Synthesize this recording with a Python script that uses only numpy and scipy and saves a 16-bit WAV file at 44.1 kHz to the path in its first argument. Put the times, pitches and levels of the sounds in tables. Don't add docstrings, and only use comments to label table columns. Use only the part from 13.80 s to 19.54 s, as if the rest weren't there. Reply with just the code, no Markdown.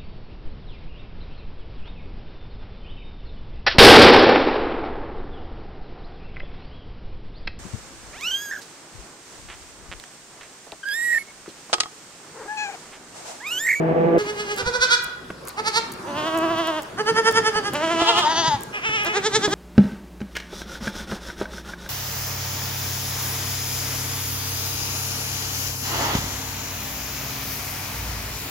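import sys
import numpy as np
from scipy import signal
from scipy.fft import rfft, irfft, next_fast_len
from scipy.io import wavfile
from scipy.ndimage import uniform_filter1d, map_coordinates

SR = 44100
rng = np.random.default_rng(int(sys.argv[2]) if len(sys.argv) > 2 else 0)


def dump(signal):
    limited = np.clip(np.atleast_2d(signal).T, -1, 1)
    pcm = np.round(limited * 32767).astype(np.int16)
    wavfile.write(sys.argv[1], SR, pcm)


def level_to_linear(level):
    exponent = np.asarray(level, float) / 20
    return 10 ** exponent


N = 253134
CUT_S = .3826

# [f/Hz, density/dB]
YARD = [(300, 0), (2000, -7), (5000, -11), (9000, -22), (15500, -24)]
# [f/Hz, density/dB]
AIR = [(15, -39), (25, -19), (299, -35), (425, 7.5), (749, 2), (1090, 4), (1320, 1), (1470, 0), (2260, -8),
       (3390, -11), (4690, -10), (9210, -18), (15800, -30)]
# [f/Hz, t60/s]
BARN = [(200, .5), (700, .55), (1500, .85), (3500, .6), (14000, .25)]
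# [t/s, level/dB]
HERD = [
    (0.39, -43.5),
    (1.22, -55.5),
    (1.97, -52.5),
    (2.34, -42),
    (3.13, -49.5),
    (3.34, -43),
    (4.85, -46),
    (5.01, -51.5),
    (5.46, -46.5),
    (5.74, -36.5),
]
# [f/Hz, density/dB]
SHUFFLE = [(15, -56), (25, -17), (81, -18.5), (108, -5.5), (234, -5), (300, -7), (390, -2), (660, -120)]
# [t/s, level/dB]
SNORT = [
    (1.662, -70),
    (1.675, -45),
    (1.7, -41),
    (1.725, -45),
    (1.76, -72.5),
]
# [f/Hz, density/dB]
NOSTRILS = [(300, -30), (600, 0), (1200, -3), (2200, 1), (3000, -13), (4300, 1), (6000, -11), (14000, -46)]
# [t/s, f/Hz, level/dB]
KID = [
    (2.242, 915, -45),
    (2.4, 1080, -35.5),
    (2.65, 1148, -36.5),
    (2.94, 1085, -38.5),
    (3.03, 800, -48),
    (3.05, 746, -73),
]
# [t/s, peak/dB]
TAPS = [
    (1.5025, -31),
    (1.677, -38),
    (5.093, -32),
]
# [f/Hz, level/dB, t60/s]
RAIL = [(520, 2, 0.042), (1520, 4, 0.016), (2560, 0, 0.012)]
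# [t/s, peak/dB, f/Hz, click/dB]
HOOVES = [(0.464, -30.5, 315, -13), (0.594, -35, 222, -16), (0.827, -29, 87, 5), (0.869, -27.5, 89, -21),
          (0.861, -26, 40, -30), (0.99, -33, 60, -30), (1.26, -38, 62.5, -30), (1.504, -32.5, 191, 8.5),
          (1.955, -34, 162, -23), (2.579, -32, 205, -17), (3.315, -25, 171, -16), (3.439, -27, 200, -19),
          (3.6, -34, 167, -12), (3.757, -26.5, 171, 6), (3.931, -24, 262, -18), (4.217, -15, 334, -7),
          (4.677, -20.5, 147, -11), (4.741, -22.5, 110, -25), (4.87, -36, 132, -24), (5.092, -31, 143, 11),
          (5.587, -27.5, 212, -9), (5.677, -19, 312, -2)]
# [t/s, peak/dB]
TAGS = [(0.7423, -37), (0.7632, -28.5), (0.776, -31), (0.7834, -27.5), (1.2263, -36), (1.2374, -30),
        (1.244, -27), (1.652, -37), (1.674, -31), (1.6834, -25.5), (1.691, -28), (2.1187, -32.5),
        (2.1236, -30), (2.137, -34), (2.5474, -40), (2.575, -28.5), (2.587, -26.5), (2.785, -37),
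        (2.8726, -32), (2.9916, -46), (3.0212, -33), (3.031, -31), (3.5118, -28.5), (3.5243, -28),
        (3.9345, -26), (3.9412, -30), (4.3795, -38), (4.392, -30), (4.808, -33), (4.8197, -39),
        (4.834, -26.5), (5.235, -36), (5.248, -28.5), (5.2664, -32), (5.6625, -44), (5.6975, -45),
        (5.712, -35.5)]
# [f/Hz, level/dB]
TAG_RING = [(1760, -56), (3000, -21), (4260, -23), (6130, -14), (6760, -5), (7400, -8.5), (13000, -10),
            (14100, -13), (16000, -11.5)]
# [f/Hz, t60/s]
BELL = [(1272, 1), (1630, 1), (3357, 1), (3832, 0.32)]
# [t/s, then level/dB of each mode]
STROKES = [
    (1.11, -35, -35, -38, -48),
    (2.085, -48, -50, -62, -73),
    (4.79, -60, -41.5, -62, -58),
]
# [t/s, level/dB, f/Hz]
ROAR = [
    (0.0, -17, 162),
    (0.12, -16.5, 164.8),
    (0.215, -16, 165.8),
    (0.3, -16, 166),
    (0.379, -17, 167.7),
]
# [f/Hz, gain/dB]
TRUNK = [(40, -32), (110, -8), (165, -4), (250, -7.5), (360, -1), (530, -3.5), (720, -9.5), (900, -15.5),
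         (1050, -26.5), (1180, -22.5), (1400, -27.5), (1600, -27), (2300, -31.5), (3800, -52.5),
         (8000, -67), (15000, -68)]

THROB_COUNTS = [5, 5, 3, 9, 8, 6, 4, 5, 6, 6]
# first throb, a third through, two thirds through, last throb [t/s each]
PACES = [
    (.41, .536, .682, .803),
    (.8, .906, 1.003, 1.13),
    (1.79, 1.85, 1.911, 1.976),
    (2.29, 2.532, 2.74, 2.975),
    (3.2, 3.416, 3.642, 3.875),
    (3.96, 4.096, 4.242, 4.39),
    (4.22, 4.29, 4.385, 4.44),
    (4.465, 4.535, 4.652, 4.738),
    (4.965, 5.122, 5.247, 5.38),
    (5.27, 5.436, 5.59, 5.735),
]
TUNES = [(418.3, 419, 419, 396), (494, 496, 511, 494), (434.5, 444, 450, 460), (289, 329, 336, 316),
         (436.4, 459, 450, 409), (295, 341, 345, 354), (438.6, 469, 440, 306), (305.7, 334, 335, 280),
         (411, 450, 415, 480), (337, 432, 434, 415)]
EFFORTS = [(-22.5, -27, -24.5, -27), (-25.5, -17.5, -20, -22.5), (-22, -22, -21, -20.5),
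           (-30, -23.5, -22.5, -25.5), (-21.5, -15.5, -16.5, -25), (-23.5, -21, -20.5, -20),
           (-24.5, -15, -20.5, -20), (-17, -17.5, -16, -26.5), (-29, -26.5, -27, -29),
           (-22.5, -19.5, -18.5, -23.5)]
# first, middle, last [level/dB each]
MOUTHS = [(-8, -3.5, -4.5), (-6, -7, 3.3), (-7.5, -0.5, 0), (-8.5, -11.5, -10), (-9.5, -7, -5),
          (-9.5, -10.5, -5.5), (-0.5, 0, -2.5), (-14, -8, -14), (-8, -3, -14), (-9.5, -2.5, -5.5)]
SLACK = [(.03, .03, .035, .05), (.2, .08, .1, .1), (.16, .09, .1, .05), (.15, .05, .05, .2),
         (.25, .08, .065, .06), (.2, .06, .05, .12), (.12, .08, .1, .1), (.05, 0, .04, .08),
         (0, .3, .06, .35), (.25, .1, .115, .1)]
# [dip between throbs/dB, squareness of throb, left lag/ms, pan/dB]
MANNERS = [(14.2, 0.72, -0.22, -2), (24.8, 1.7, -0.21, -3.5), (24.4, 0.9, -0.199, -3.5),
           (4.5, 0.49, -0.052, -1), (23.7, 1.295, -0.109, -2.5), (5.94, 0.37, -0.0446, -1),
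           (10.9, 0.63, 0.094, 0.5), (4.47, 1.45, 0.049, 2.5), (2.5, 1.5, -0.24, -0.8),
           (24, 1.095, -0.0495, -0.5)]
LEAN = [0.13, 0.012, 0.16, 0.078, 0.092, 0.077, 0.076, 0.1, 0.023, 0.11]
LATE_MS = [(-3, -0.5, -3, 6, 4.5), (0, -1, 3.5, 2, 3), (8, 2.7, 3),
           (0, -0.5, -1, 0.5, 6.5, 1.5, 10.5, 10, 5.5), (3, 3.5, 4, 3, 3.5, 3, 3.5, 3),
           (-0.5, -0.5, -1, 6.5, 1, 3.5), (0, 4, 5, -6), (10, 10, -3.5, 1, 5.5), (3, -0.5, 2.5, 1.5, 0, 0),
           (0, 3, -0.5, 2.5, 6.5, 3)]
STRESS_DB = [(0.29, .3, -0.64, 0.12, .3), (0.43, -1.6, -0.13, 0.71, -0.61), (1, -0.5, 0.2),
             (-1.7, 0.079, .3, 0.021, 0.11, 0.17, -0.27, 0.98, -0.37),
             (.3, 1.2, -0.78, 0.15, -1, 0.013, 0.68, -0.067), (.3, 0.45, 0.27, .3, 0.33, .3),
             (-0.5, -1, 0, -2), (0.19, .3, -1, 1.3, 1.2), (.3, .3, 0.28, .3, .3, .3),
             (-0.23, -1, -0.74, 0.21, -0.084, 0.93)]
WIDER_DB = [(-2, -2, -0.5, -0.5, 0), (-1.3, -2, -3, 3, 2), (-2.5, 0.9, 0.1),
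            (-10, 3, 0.8, -0.7, -1.3, 0.8, .3, 1.2, 0), (-2.5, .3, -0.6, 0, 0, -1, -2, 0),
            (.3, .3, .3, .3, 0.28, .3), (.3, .3, .3, .3), (1.5, .3, .3, .3, 3.3),
            (1.7, .3, 0.34, .3, .3, .3), (.3, 0.36, 0.27, .3, .3, 0.33)]
BREATH = [.14, .12, .18, .05, .17, .12, .18, .09, .03, .07]
ECHO_DB = [-11, -7, -10.5, -12.5, -13, -9.5, -10, -15, -13, -14.5]
JAW_GAINS = [0.13, 0.86, 0.45, .11, .11, 0.092, 0.1, 0.13, 0.12, 0.12]
# [f/Hz, gain/dB]
JAWS = [
    [(420, 4), (850, -6.5), (1270, -4), (1680, -2.5), (2100, -8.5)],
    [(500, -7), (1000, -11.5), (1480, -1), (2000, -17), (2400, -11)],
    [(450, -8), (900, -1), (1340, -2.5), (1800, -7), (2300, -6)],
    [(330, 0), (660, 1.5), (1000, -3), (1650, -9), (1980, -13), (2280, -23.5), (2600, -14)],
    [(450, 1), (910, -3), (1760, -0.5), (2270, -17.5), (2720, -20)],
    [(340, -2), (690, 0), (1020, -3.5), (1370, -6.5), (2000, -10.5), (2450, -13.5)],
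    [(460, -3.5), (930, 5.5), (1180, 10.5), (1450, -2), (2230, -26)],
    [(330, -16), (660, -12), (840, 15), (980, -2.5), (1200, -12), (1960, -10), (2400, -27)],
    [(420, -10), (850, -8.5), (1240, -5.5), (1640, -4), (2100, -2.5)],
    [(420, 3), (850, -5.5), (1280, -7), (1700, -3.5), (2150, -12.5)],
]
# [f/Hz, gain/dB]
THROAT_TOPS = [
    [(3000, -13.5), (3800, -23.5), (4600, -18.5), (5500, -24), (6600, -22), (9000, -35), (14000, -50)],
    [(2900, -21), (3500, -6.5), (4550, -7), (5650, -10), (7000, -16.5), (9600, -28.5), (14000, -41)],
    [(3000, -10.5), (4600, 1), (5600, -8), (8000, -13.5), (14000, -33.5)],
    [(3070, -13), (3830, -26), (5800, -31.5), (14000, -47.5)],
    [(3200, -12), (3950, -35), (4900, -13.5), (5700, -27), (6500, -21.5), (7550, -37.5), (9200, -28.5),
     (14000, -67)],
    [(3070, -8.5), (3700, -21.5), (7400, -24), (14000, -45.5)],
    [(3050, 0.5), (3800, -10), (7600, -27), (14000, -59)],
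    [(2920, -12.5), (3700, -9.5), (4200, -23.5), (4750, -9.5), (5500, -27), (6270, -11.5), (7400, -33.5),
     (14000, -55)],
    [(2600, 2), (3200, -4), (4400, -26), (5800, -13.5), (6800, -23.5), (8500, -34), (14000, -67)],
    [(2800, -25), (3540, -12), (4500, -23.5), (5500, -19), (8000, -23), (9500, -40), (14000, -64)],
]


def unit(x):
    return x / np.sqrt(np.mean(x ** 2) + 1e-20)


def along(points, hz):
    f, v = np.transpose(points)
    return np.interp(np.log(hz + 1), np.log(f + 1), v)


def filtered(x, response):
    m = next_fast_len(x.shape[-1] + 8192)
    return irfft(rfft(x, m) * response(np.fft.rfftfreq(m, 1 / SR)), m)[..., :x.shape[-1]]


def above(corner_hz):
    return lambda f: 1 / (1 + (corner_hz / (f + 1)) ** 8)


def causal(points):
    def response(hz):
        cep = irfft(np.log(level_to_linear(along(points, hz)) + 1e-5))
        cep[1:len(cep) // 2] *= 2
        cep[len(cep) // 2 + 1:] = 0
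        return np.exp(rfft(cep))
    return response


def wobble(size, rate):
    knots = rng.standard_normal(int(size * rate / SR) + 4)
    return map_coordinates(knots, [np.arange(size) * rate / SR])


def arch(knots, count):
    curve = np.polyfit(np.linspace(0, 1, len(knots)), knots, len(knots) - 1)
    return np.polyval(curve, np.linspace(0, 1, count))


def rush(spectrum, alike, patchy_db):
    z = signal.stft(rng.standard_normal((2, N)), nperseg=512)[2]
    field = uniform_filter1d(rng.standard_normal(z.shape[1:]), size=6, axis=0)
    field = uniform_filter1d(field, size=12, axis=1)
    two = signal.istft(z * level_to_linear(patchy_db * unit(field)), nperseg=512)[1][:, :N]
    mid, side = filtered(two, lambda hz: level_to_linear(along(spectrum, hz)))
    turn = np.arccos(np.clip(alike, 0, 1)) / 2
    mid, side = np.cos(turn) * mid, np.sin(turn) * side
    return unit(np.array([mid + side, mid - side]))


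def folds(hz, breath, jitter, scatter_db, hiss_hz):
    cycles = np.cumsum(hz * (1 + jitter * wobble(len(hz), 150))) / SR
    at = np.interp(np.arange(1, int(cycles[-1])), cycles, np.arange(len(hz)))
    spot = np.round(at)[:, None] + np.arange(-8, 9)
    off = spot - at[:, None]
    taps = np.sinc(off) * np.cos(np.pi * off / 18) ** 2
    taps *= level_to_linear(scatter_db * rng.standard_normal(len(hz))[:len(at), None])
    spot = np.clip(spot, 0, len(hz) - 1).astype(int)
    pulses = np.bincount(spot.ravel(), taps.ravel(), len(hz))
    puffs = rng.standard_normal(len(hz)) * np.exp(-2.5 * (cycles % 1))
    puffs = filtered(unit(puffs), lambda f: 1j * f / (hiss_hz + 1j * f))
    return np.sqrt(1 - breath) * unit(pulses) + np.sqrt(breath) * puffs


def near_boards(x, turns):
    knots = rng.standard_normal(60)
    return filtered(x, lambda f: np.exp(-1j * f * .02 + 1j * turns * map_coordinates(knots, [f / 450])))


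def barn(x, first_s=0.0041, alike_hz=700):
    hz, t, z = signal.stft(rng.standard_normal((2, 3 * SR // 4)), SR, nperseg=256)
    apart = np.clip(hz / alike_hz, 0, 1)[:, None]
    z[1] = np.sqrt(1 - apart) * z[0] + np.sqrt(apart) * z[1]
    decay = level_to_linear(-60 * t / along(BARN, hz)[:, None])
    tail = signal.istft(z * decay, SR, nperseg=256)[1]
    tail *= 1 - np.exp(-np.arange(tail.shape[1]) / SR / first_s)
    return signal.fftconvolve(x[None], tail / np.linalg.norm(tail[0]), axes=1)


def pair(x, lag_ms, pan_db):
    side = np.array([[.5], [-.5]])
    both = np.array([x, x])
    return filtered(both, lambda hz: level_to_linear(side * pan_db) * np.exp(-2j * np.pi * hz * side * lag_ms / 1000))


def add(out, part, start):
    end = min(N, start + part.shape[1])
    out[:, start:end] += part[:, :end - start]


def yard():
    return level_to_linear(-57) * rush(YARD, alike=0.66, patchy_db=-1.0)


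def fan():
    return level_to_linear(-56.5 + 1.4 * wobble(N, 3.65)) * np.sin(2 * np.pi * 61.5 * np.arange(N) / SR)


def herd():
    s, stir_db = np.transpose(HERD)
    stir_db = np.interp(np.arange(N) / SR, s, stir_db)
    shuffle = level_to_linear(stir_db + 6 + 2 * wobble(N, 12)) * rush(SHUFFLE, alike=.88, patchy_db=1.5)
    air_db = -40 + 0.48 * (stir_db - stir_db.mean()) + 0.37 * wobble(N, 16)
    return shuffle + level_to_linear(air_db) * rush(AIR, alike=0.3, patchy_db=2.6)


def snort():
    s, level_db = np.transpose(SNORT)
    level_db = np.interp(np.arange(N) / SR, s, level_db, -120, -120)
    return level_to_linear(level_db + 2.5 * wobble(N, 90)) * rush(NOSTRILS, alike=0.36, patchy_db=1.0)


def kid():
    s, hz, level_db = np.transpose(KID)
    t = np.arange(N) / SR
    third_hz = np.interp(t, s, hz) * (1 + .008 * wobble(N, 30))
    turn = 2 * np.pi * np.cumsum(third_hz) / SR / 3
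    cry = np.sin(3 * turn) + .3 * np.sin(4 * turn) + .3 * np.sin(2 * turn) + .2 * np.sin(6 * turn)
    cry *= level_to_linear(np.interp(t, s, level_db, -120, -120) + 6.5 + 1.5 * wobble(N, 4.1))
    return pair(cry, lag_ms=0.23, pan_db=-2.5) + level_to_linear(-34.5) * barn(cry)[:, :N]


def horns():
    taps, t = np.zeros(N), np.arange(3000) / SR
    for s, peak_db in TAPS:
        ring = np.zeros(len(t))
        for hz, db, t60 in RAIL:
            ring += level_to_linear(db + rng.normal(0, 1.1) - 60 * t / t60) * np.sin(2 * np.pi * hz * t)
        taps[round(s * SR):][:len(t)] += level_to_linear(peak_db) * ring
    return pair(taps, lag_ms=.02, pan_db=-.4) + level_to_linear(-9) * barn(taps)[:, :N]


def hooves():
    knocks, t = np.zeros(N + 6000), np.arange(6000) / SR
    for s, peak_db, hz, click_db in HOOVES:
        ring = np.sin(2 * np.pi * hz * t) * level_to_linear(-60 * t / 0.12)
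        ring += 0.79 * np.sin(2 * np.pi * 2.04 * hz * t) * level_to_linear(-60 * t / 0.078)
        click = rng.standard_normal(len(t)) * level_to_linear(click_db + 12 - 60 * t / .03)
        click = filtered(click, lambda f: 1 / (1 + 1j * f / 1100) ** 2)
        knocks[round(s * SR):][:len(t)] += level_to_linear(peak_db) * (ring * (1 - np.exp(-t / 0.0018)) + click)
    return pair(knocks[:N], lag_ms=0.0085, pan_db=-1.5) + level_to_linear(-31.0) * barn(knocks)[:, :N]


def tags():
    ticks, t = np.zeros(N + 2000), np.arange(600) / SR
    graze_s, graze_db = .025, -16
    shifts = rng.uniform(-1.0, 1, len(TAGS))
    grazes = [(s + graze_s * u, db + graze_db) for (s, db), u in zip(TAGS, shifts)]
    for s, level_db in [*TAGS, *grazes]:
        burst = rng.standard_normal(len(t)) * level_to_linear(-60 * t / .006) * (1 - np.exp(-t / .0006))
        burst = filtered(burst, causal(TAG_RING))
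        ticks[round(s * SR):][:len(t)] += level_to_linear(level_db + 7.5) * burst / np.abs(burst).max()
    return pair(ticks[:N], lag_ms=.015, pan_db=1.2) + level_to_linear(-14) * barn(ticks, first_s=.003)[:, :N]


def bell():
    ring, t = np.zeros(N + SR), np.arange(SR) / SR
    for s, *levels_db in STROKES:
        for (hz, t60), db in zip(BELL, levels_db):
            sway = level_to_linear(db + 1.5 * wobble(SR, 12) - 60 * t / t60) * (1 - np.exp(-t / .004))
            ring[round(s * SR):][:SR] += sway * np.sin(2 * np.pi * hz * t)
    return pair(ring[:N], lag_ms=0.058, pan_db=1.0)


def elephant():
    s, level_db, hz = np.transpose(ROAR)
    t = np.arange(-SR // 2, SR // 2) / SR
    pitch = np.interp(t, s, hz)
    source = folds(pitch, breath=.24, jitter=.02, scatter_db=2.2, hiss_hz=120)
    roar = unit(near_boards(filtered(source, causal(TRUNK)), turns=1.66))
    roar *= level_to_linear(np.interp(t, s, level_db) + 1.3 * wobble(SR, 29.7))
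    heard = level_to_linear(-2.5) * pair(roar, lag_ms=.3, pan_db=-.6)
    heard += level_to_linear(-4) * barn(roar, alike_hz=350)[:, :SR]
    heard += level_to_linear(-24 + 2 * wobble(SR, 23)) * np.sin(2 * np.pi * np.cumsum(pitch) / SR)
    return np.pad(heard[:, SR // 2:], ((0, 0), (0, N - SR // 2)))


def throat(source, k):
    gape, gape_rate = .04, 11
    lowest_hz, lowest_db = JAWS[k][0]
    points = [(lowest_hz / 2, lowest_db - 27), *JAWS[k], *THROAT_TOPS[k]]
    shut = filtered(source, causal(np.multiply(points, [1 - gape, 1])))
    wide = filtered(source, causal(np.multiply(points, [1 + gape, 1])))
    jaw_at = .5 + .5 * np.tanh(wobble(len(source), gape_rate))
    return near_boards(shut + jaw_at * (wide - shut), turns=1.3)


def mouth(voice, k, t, dip, bright_db, opening_db):
    dip_db = MANNERS[k][0]
    high = filtered(voice, above(2500))
    low = voice - high
    hum = filtered(voice, lambda f: 1 / (1 + (f / 620) ** 8))
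    linger = level_to_linear(dip_db * (dip - .8 * np.interp(t - .011, t, dip)))
    linger *= level_to_linear(-0.57 * opening_db)
    upper = filtered(low, above(1120))
    opened = level_to_linear(JAW_GAINS[k] * opening_db)
    body = (low + hum * (linger - 1) + upper * (opened - 1)) / np.std(low)
    lips_db = 1.5 * np.array([wobble(len(t), 22), wobble(len(t), 22)])
    return body * level_to_linear(lips_db[0] / 2) + unit(high) * level_to_linear(bright_db + lips_db[1] - 0.012 * dip_db * dip)


def bleat(k):
    dip_db, square = MANNERS[k][:2]
    s, hz, level_db, bright_db = (arch(rows[k], THROB_COUNTS[k]) for rows in (PACES, TUNES, EFFORTS, MOUTHS))
    start = round((s[0] - .073) * SR)
    t = np.arange(start, round((s[-1] + .067) * SR)) / SR + .003
    s = s + np.divide(LATE_MS[k], 1000)
    level_db, bright_db = level_db + STRESS_DB[k], bright_db + WIDER_DB[k]

    beat = np.interp(t, [s[0] - .09, *s, s[-1] + 0.101], np.arange(-1, len(s) + 1))
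    gap = np.sin(np.pi * np.clip(beat, -.5, len(s) - .5)) ** 2
    dip = np.abs(np.sin(np.pi * (beat + LEAN[k] * gap))) ** np.clip(2 * square, 1.4, 4)
    ends = np.clip(1.52 + 2.74 * np.minimum(beat, len(s) - 1 - beat), 0, 1) ** 2

    onset, first, later, last = SLACK[k]
    sags = [onset, first, *[later] * (len(s) - 2), last]
    sag = np.take(sags, np.floor(beat + 1).astype(int))
    pitch = np.interp(t, s, hz) * (1.005 - sag * gap ** np.clip(.5 * square, .7, 1))
    pitch *= 1 + .007 * wobble(len(t), 35)
    hoarse = BREATH[k] + .45 * np.clip(.7 - beat, 0, 1)
    source = folds(pitch, hoarse, jitter=.004, scatter_db=.7, hiss_hz=2500)

    bright = np.interp(t, s, bright_db)
    voice = mouth(throat(source, k), k, t, dip, bright, bright - bright_db.mean())
    depth_db = dip_db + 35 * (sag - later)
    return start, voice * ends * level_to_linear(np.interp(t, s, level_db) - depth_db * dip)


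def goats():
    out = np.zeros((2, N))
    for k, (_, _, lag_ms, pan_db) in enumerate(MANNERS):
        start, voice = bleat(k)
        add(out, pair(voice, lag_ms, pan_db), start)
        add(out, level_to_linear(ECHO_DB[k]) * barn(voice), start)
    return out


def scene():
    in_barn = np.arange(N) >= CUT_S * SR
    barn_life = fan() + herd() + snort() + kid() + hooves() + tags() + bell() + goats()
    return np.where(in_barn, barn_life, yard() + elephant()) + horns()


def top_cut(x):
    return signal.sosfilt(signal.butter(12, 17060, fs=SR, output="sos"), x)


def record(dry):
    ceiling, knee, top_hz = .95, 7, 16050
    held = dry / (1 + np.abs(dry / ceiling) ** knee) ** (1 / knee)
    mix = filtered(held, lambda hz: 1 / (1 + (hz / top_hz) ** 60))
    return top_cut(mix)


dry = scene()
out = record(dry)
dump(out)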